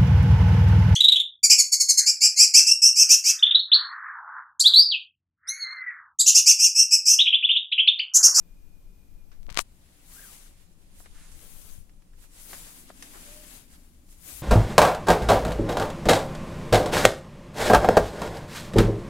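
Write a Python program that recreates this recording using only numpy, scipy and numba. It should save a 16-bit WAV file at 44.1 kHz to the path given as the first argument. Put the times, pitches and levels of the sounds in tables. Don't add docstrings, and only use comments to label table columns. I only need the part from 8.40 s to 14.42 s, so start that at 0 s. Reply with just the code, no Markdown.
import sys
import numpy as np
from scipy import signal
from scipy.fft import rfft, irfft
from scipy.io import wavfile
from scipy.ndimage import uniform_filter1d, map_coordinates
from numba import njit

SR = 44100
rng = np.random.default_rng(int(sys.argv[2]) if len(sys.argv) > 2 else 0)


def generate_wav(sig):
    pcm = np.round(np.clip(np.atleast_2d(sig).T, -1, 1) * 32767).astype(np.int16)
    wavfile.write(sys.argv[1], SR, pcm)


N = 265482
TIME = np.arange(N) / SR
FREQS = np.maximum(np.fft.rfftfreq(N, 1 / SR), 1)

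# frequency_hz, left_lead_db
PORT_BALANCE = [(60, 3.5), (200, 2), (400, 6), (700, 1.5), (1300, 2.5), (2400, 0.5), (4400, -0.5),
                (8100, 2), (15000, 10)]
# frequency_hz, likeness (0 to 1)
PORT_LIKENESS = [(130, 0.98), (290, 0.85), (640, 0.13), (1400, 0.022), (15000, 0.01006)]
# frequency_hz, gain_db
ROOM_COLOUR = [(15, -11.5), (25, 5), (43, -19.5), (119, -22.5), (297, -28), (410, -33.5), (1800, -46),
               (2420, -45), (3930, -47.5), (10000, -48), (15500, -56)]
# pitch_hz, width_hz, level_db
HUM_TONES = [(70, 17, -65), (176.2, 22, -69.5), (295.6, 40, -78), (562, 35.5, -86)]
# frequency_hz, gain_db
BUZZ_OVERTONES = [(4200, -11), (6000, -5), (7300, -7), (10200, -8), (11500, 1), (12900, -5), (14000, -1),
                  (15200, -2)]
# start_s, hold_s, level_db
HAND_GUSTS = [(0, 1, -44.5), (1.065, 0.13, -33), (2.693, 0.66, -51.5), (3.177, 0.23, -41.5)]
# start_s, snap_db, pitch_hz, rustle_db, fade_s (time to fall by 60 dB)
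PAGE_FLICKS = [(0.916, -56, 2000, -58, 0.21), (2.604, -49, 500, -55, .077),
               (2.6596, -44.5, 1040, -47, 0.045), (2.917, -57, 5500, -53, .08),
               (3.495, -55, 2200, -62, .06), (3.622, -57, 2200, -66, .06), (3.734, -57, 1500, -63.5, 0.079),
               (3.841, -48, 1780, -59.5, .083), (4.113, -39, 1900, -50, .04), (4.1302, -37, 1400, -47, .04),
               (4.1328, -27.5, 1500, -43, .07), (4.138, -39, 1900, -48, .04), (4.1435, -39, 2200, -47, .04),
               (4.149, -40, 1400, -51, .05), (4.5002, -46, 450, -58, .05), (4.5022, -39, 520, -55, .07),
               (4.5036, -39, 520, -60, .04), (4.5052, -39.5, 480, -56, .05), (4.5069, -44, 450, -59, .06),
               (4.6248, -31.5, 3400, -37, .033), (4.6316, -38, 3000, -47, .045),
               (4.735, -47, 1100, -52, 0.053), (4.7458, -46, 700, -51, 0.17), (4.757, -46, 596, -51, 0.16),
               (4.775, -46, 900, -53, .06)]
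# pitch_hz, width_hz, gain_db
SHEET_RINGS = [(377, 120, 3.5), (720, 110, 2), (1190, 550, 0), (1750, 630, 1.5), (2700, 710, -5.5),
               (5660, 1200, 2.5), (9800, 4900, 5)]
# time_s, level_db, pitch_hz
HAND_BUMPS = [(1.0, -46, 50), (1.086, -36.5, 310), (1.0945, -44, 400), (1.115, -35, 55.4),
              (1.1745, -23.5, 399), (1.1905, -23, 280), (1.1935, -24, 270), (2.97, -45.5, 44.8),
              (3.165, -44, 36.4), (3.25, -44, 56.6), (3.388, -36.5, 49.7), (3.54, -44.5, 39.6)]
# time_s, level_db, pitch_hz
SKIN_SLIPS = [(1.0312, -37.5, 3300), (1.0672, -37, 2600), (1.093, -28, 1100), (1.1008, -28, 2000),
              (1.1026, -24, 2300), (1.1058, -26, 4000), (1.1086, -30, 4000), (1.1265, -25, 4000),
              (1.1453, -20, 3500), (1.1551, -25, 2200), (1.166, -24, 1500), (1.167, -22, 2500),
              (1.1716, -24, 4500), (1.17418, 0.5, 2400), (1.177, -20, 4500), (1.1846, -19, 4000),
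              (1.1878, -10, 1800), (1.1894, -7, 2600), (1.1904, -14, 1500), (1.1913, -8.5, 1400),
              (1.19205, -2.5, 3300), (1.19215, -5.5, 1250)]
# pitch_hz, width_hz, gain_db
POCKET_RINGS = [(1130, 180, -9), (2290, 300, -13.5), (4200, 248, -13)]
# start_s, hold_s, level_db, pitch_hz
SKIN_SCRAPES = [(1.098, 0.016, -50, 650), (1.112, 0.054, -53, 1500), (1.173, 0.0047, -34.5, 1304),
                (1.19, .005, -28.5, 1296), (1.1944, .005, -36, 1900)]
# start_s, hold_s, level_db, release_s
SKIN_PEELS = [(1.189, 0.0031, -22.5, 0.0022), (1.2015, 0.011, -30, 0.0075)]
# start_s, hold_s, hiss_db, rustle_db, change_db (over the hold), left_lead_db, brightness_db
PAPER_STROKES = [(1.258, 0.5, -68.5, -70.5, 8.5, 3.5, -1), (1.744, 0.12, -49, -56.5, 0.5, 7, 2.5),
                 (1.933, 0.12, -48.5, -53.5, -5.5, 7, -2), (2.141, 0.076, -66, -68.5, 4, -1, -1),
                 (2.292, 0.022, -71, -76, 4.5, 0, -3), (2.407, 0.015, -66.5, -72.5, 2, 0, -2),
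                 (2.523, 0.13, -65, -67, 6.5, 0.5, -5), (2.602, 0.0084, -53.5, -66, -1, -1.5, 3),
                 (2.78, 0.15, -56, -61, 2, -3, -7), (3.03, 0.29, -51.5, -58.5, 0, 10.5, 3),
                 (3.417, 0.4, -70.5, -81.5, -3, -2, -1), (3.813, 0.016, -58.5, -64.5, 4.5, -3, -2),
                 (3.959, 0.041, -53.5, -60, 3.5, -0.5, -7), (4.035, 0.14, -50, -62, -2, 17, 9),
                 (4.14, 0.25, -45, -50, -5, 4.5, 2), (4.496, 0.0042, -53.5, -52.5, -5.5, 2.5, -6),
                 (4.567, 0.079, -55, -58.5, 7, 6, -2), (4.743, 0.2, -48.5, -53.5, 1, 4.5, -0.5),
                 (5.048, 0.11, -50.5, -54.5, 3.5, 11.5, 0.5), (5.298, 0.033, -60.5, -64.5, 7, 0, -2),
                 (5.419, 0.27, -63, -66, -8.5, 10, 2), (5.728, 0.023, -54.5, -62, -5.5, 1, 0),
                 (5.898, 0.093, -43, -50, -1, 10, 4.5)]
# frequency_hz, gain_db
FIBRE_COLOUR = [(2500, -14), (4500, -11), (6500, -3), (8500, -1.5), (10300, -0.5), (12500, -4.5),
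                (15800, -10)]
# frequency_hz, gain_db
SHEET_COLOUR = [(150, 2.5), (350, -3), (700, -2.5), (1200, -3.5), (2100, -1.5), (3300, -2), (5000, -3.5),
                (9000, -39.5)]
# start_s, hold_s, level_db, top_pitch_hz, width (share of pitch), opening_s
HAND_POCKETS = [(1.803, 0.03, -57.5, 1680, 0.05, .067), (2.75, 0.085, -62, 1750, .8, .012),
                (3.028, .005, -63, 400, 0.57, .067), (3.134, .2, -71.5, 440, 0.67, .067)]
# time_s, pitch_hz, level_db
SQUEAK_PATH = [(4.8, 556, -77), (4.89, 586, -53), (4.95, 612, -59), (5.01, 602, -53), (5.07, 600, -65),
               (5.17, 600, -73.5)]


def undb(db):
    return 10 ** (np.asarray(db) / 20)


def unit(x):
    return x / np.sqrt(np.mean(x ** 2))


def across(points):
    hz, value = np.transpose(points)
    return np.interp(np.log(FREQS), np.log(hz), value)


def shape(x, gain):
    return irfft(rfft(x) * gain, N)


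def resonance(hz, width_hz):
    return 1 / (1 + 1j * (FREQS ** 2 - hz ** 2) / (FREQS * width_hz))


def wander(per_s):
    step = max(int(SR / per_s), 1)
    stairs = np.repeat(rng.standard_normal(N // step + 1), step)
    return unit(uniform_filter1d(uniform_filter1d(stairs, step), step)[:N])


def swell(start_s, hold_s, attack_s, release_s):
    away = np.maximum(start_s - TIME, 0) / attack_s + np.maximum(TIME - start_s - hold_s, 0) / release_s
    return np.exp(-away ** 1.42) * (away < 10)


def ports(left_lead_db):
    gain = undb(np.outer([1, -1], left_lead_db) / 2)
    return gain / np.sqrt(np.mean(gain ** 2, axis=0))


def noise(gain, grain_db=0):
    shared, opposite = rng.standard_normal((2, N)) * undb(grain_db * wander(3000))
    alike = np.clip(across(PORT_LIKENESS), 0, 1)
    shared = shape(shared, gain * np.sqrt(1 + alike))
    opposite = shape(opposite, gain * np.sqrt(1 - alike))
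    return np.array([shared + opposite, shared - opposite]) / np.std(shared)


@njit
def sweep(x, hz, width_hz):
    out, band_state, low_state = np.empty(len(x)), 0., 0.
    for i in range(len(x)):
        tuning, damping = np.tan(np.pi * hz[i] / SR), width_hz[i] / hz[i]
        band = (band_state + tuning * (x[i] - low_state)) / (1 + tuning * (tuning + damping))
        band_state = 2 * band - band_state
        low_state += 2 * tuning * band
        out[i] = damping * band
    return out


def moving_band(hz, share):
    width_hz = hz * share
    return unit(sweep(rng.standard_normal(N), hz, width_hz) / np.sqrt(width_hz))


def snap(t, hz):
    angle = 2 * np.pi * hz * t
    return -16 / np.sqrt(27) * angle / (1 + angle ** 2) ** 2


def snaps(rows):
    return sum(undb(db) * snap(TIME - time_s, hz) for time_s, db, hz in rows)


def room():
    hum = sum(undb(db) * noise(resonance(hz, width_hz) ** 2) for hz, width_hz, db in HUM_TONES)
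    drone = noise(resonance(hz=63, width_hz=17) ** 2) * undb(-53)
    drone *= swell(start_s=5.93, hold_s=.2, attack_s=.35, release_s=.5)
    rumble = noise(undb(across(ROOM_COLOUR)) * (FREQS > 20)) * undb(-53 + .21 * wander(5.1))
    return rumble + hum + drone


def whine():
    tone = unit(shape(rng.standard_normal(N), resonance(hz=2452, width_hz=115) ** 2))
    return tone * undb(-80.5) * swell(start_s=0, hold_s=.79, attack_s=.1, release_s=.15)


def buzz(pitch_hz=606):
    overtones = sum(np.sin(2 * np.pi * (k * pitch_hz * TIME + rng.random())) for k in range(7, 26))
    tone = unit(shape(overtones, undb(across(BUZZ_OVERTONES))))
    loudness = undb(-72.5) * swell(start_s=0, hold_s=1.05, attack_s=.1, release_s=.1)
    return np.outer([1, .4], tone * loudness)


def draught(edge_s=.037, still_air_db=-55.5):
    gusts = sum(undb(db) * swell(start_s, hold_s, edge_s, edge_s) for start_s, hold_s, db in HAND_GUSTS)
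    swings = unit(shape(rng.standard_normal(N), resonance(hz=12, width_hz=12.3) ** 2))
    return swings * (undb(still_air_db) + gusts)


def flicks(grain_db=4, lead_s=.005):
    out = np.zeros((2, N))
    t = np.arange(SR // 5) / SR - lead_s
    for start_s, snap_db, hz, rustle_db, fade_s in PAGE_FLICKS:
        band = signal.butter(2, [hz * .21, min(hz * 2, SR / 3)], "bandpass", fs=SR, output="sos")
        grains = rng.standard_normal((2, len(t))) * undb(grain_db * rng.standard_normal(len(t)))
        rustle = unit(signal.sosfilt(band, grains))
        fade = (t > 0) * undb(-60 * np.abs(t) / fade_s)
        first = int((start_s - lead_s) * SR)
        out[:, first:first + len(t)] += undb(snap_db) * snap(t, hz) + undb(rustle_db) * rustle * fade
    return out


def stiff_paper(buckles):
    power = sum(np.abs(undb(db) * resonance(hz, width_hz)) ** 2 for hz, width_hz, db in SHEET_RINGS)
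    return shape(buckles, np.sqrt(power))


def bumps():
    return snaps(HAND_BUMPS)


def finger():
    rubbing = shape(skin_scrape() + skin_peel(), 1 / (1 + (FREQS / 14000) ** 4))
    pocket = sum(undb(db) * resonance(hz, width_hz) for hz, width_hz, db in POCKET_RINGS)
    return shape(snaps(SKIN_SLIPS) + rubbing, undb(-2) + pocket)


def skin_scrape(grain_db=3.5):
    out = 0
    for start_s, hold_s, db, hz in SKIN_SCRAPES:
        drag = swell(start_s, hold_s, attack_s=.0084, release_s=.011)
        out += moving_band(np.full(N, float(hz)), share=1.2) * undb(db) * drag
    return out * unit(undb(grain_db * wander(1500)))


def skin_peel(start_hz=6600, rise_hz_per_s=73000):
    since_s = TIME - SKIN_PEELS[0][0]
    hz = np.clip(start_hz + rise_hz_per_s * since_s, start_hz, SR / 4)
    opening = sum(undb(db) * swell(start_s, hold_s, attack_s=.003, release_s=release_s)
                  for start_s, hold_s, db, release_s in SKIN_PEELS)
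    return moving_band(hz, share=.71) * opening


def strokes():
    hiss_power, rustle_power, brightness = np.zeros((3, 2, N))
    for start_s, hold_s, hiss_db, rustle_db, change_db, left_lead_db, bright_db in PAPER_STROKES:
        edge = hold_s ** .23
        speed = swell(start_s, hold_s, attack_s=.12 * edge, release_s=.11 * edge)
        progress = np.clip((TIME - start_s) / hold_s, 0, 1)
        effort = speed * undb(change_db * progress)
        power = (effort * undb(hiss_db) * ports(left_lead_db)) ** 2
        hiss_power += power
        brightness += power * bright_db
        rustle_power += (effort * undb(rustle_db) * ports(.085 * left_lead_db)) ** 2
    return np.sqrt(hiss_power), np.sqrt(rustle_power), brightness / (hiss_power + 1e-18)


def flicker(hiss, depth_db=1.6, per_s=45, band_hz=300):
    hz, time_s, bands = signal.stft(hiss, SR, nperseg=512)
    grid = np.array(np.meshgrid(hz / band_hz, time_s * per_s, indexing="ij"))
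    chance = rng.standard_normal((int(grid[0].max()) + 2, int(grid[1].max()) + 2))
    gain = unit(undb(depth_db * map_coordinates(chance, grid, mode="nearest")))
    return signal.istft(bands * gain, SR, nperseg=512)[1][..., :N]


def crinkle(per_s, spread_db):
    ticks = (rng.random(N) < per_s / SR) * undb(spread_db * rng.random(N))
    return unit(shape(ticks * rng.standard_normal((2, N)), resonance(hz=3100, width_hz=2700)))


def fibre_hiss(strength, bright_db, treble_hz=11300):
    hiss = flicker(noise(undb(across(FIBRE_COLOUR)), grain_db=.5))
    hiss += undb(-17.5) * crinkle(per_s=93, spread_db=16)
    treble = shape(hiss, 1 / (1 + (treble_hz / FREQS) ** 10))
    treble_gain = undb(bright_db + .6 * wander(5))
    return (hiss - treble + treble * treble_gain) * strength * undb(-3.5 + .37 * wander(60))


def sheet_rustle(strength):
    rustle = flicker(noise(undb(across(SHEET_COLOUR)), grain_db=1))
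    return rustle * strength * undb(-4.5 + 1.16 * wander(60))


def air_pockets(sag_s=.094):
    out = 0
    for start_s, hold_s, db, top_hz, share, opening_s in HAND_POCKETS:
        from_middle_s = TIME - start_s - hold_s / 2
        arch = (1 + 2 / (1 + (from_middle_s / sag_s) ** 2)) / 3
        loudness = undb(db) * swell(start_s, hold_s, opening_s, release_s=.058)
        out += moving_band(top_hz * arch, share) * loudness
    return out


def flutter():
    settling = swell(start_s=4.47, hold_s=.2, attack_s=.15, release_s=.97)
    return noise(resonance(hz=256.5, width_hz=116) ** 2) * undb(-61) * settling


def squeak():
    time_s, pitch_hz, level_db = np.transpose(SQUEAK_PATH)
    hz = np.interp(TIME, time_s, pitch_hz) * (1 + .014 * wander(150))
    loudness = undb(np.interp(TIME, time_s, level_db) + 2 * wander(110) - 1)
    sounding = (TIME >= time_s[0]) & (TIME <= time_s[-1])
    return loudness * sounding * np.sin(2 * np.pi * np.cumsum(hz) / SR)


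def scene():
    hiss_strength, rustle_strength, bright_db = strokes()
    rubbing = sheet_rustle(rustle_strength) + air_pockets()
    turning = flutter() + stiff_paper(flicks()) + squeak()
    both_ports = shape(rubbing + turning + room(), ports(across(PORT_BALANCE)))
    both_ports += fibre_hiss(hiss_strength, bright_db) + whine() + buzz()
    touch = finger() + bumps() + draught()
    return both_ports + np.outer([1, 0], touch)


def record(dry):
    top_hz = 15750
    treble_cut = signal.ellip(10, .1, 70, top_hz, fs=SR, output="sos")
    return signal.sosfilt(treble_cut, np.clip(dry, -1, 1))


dry = scene()
out = record(dry)
generate_wav(out)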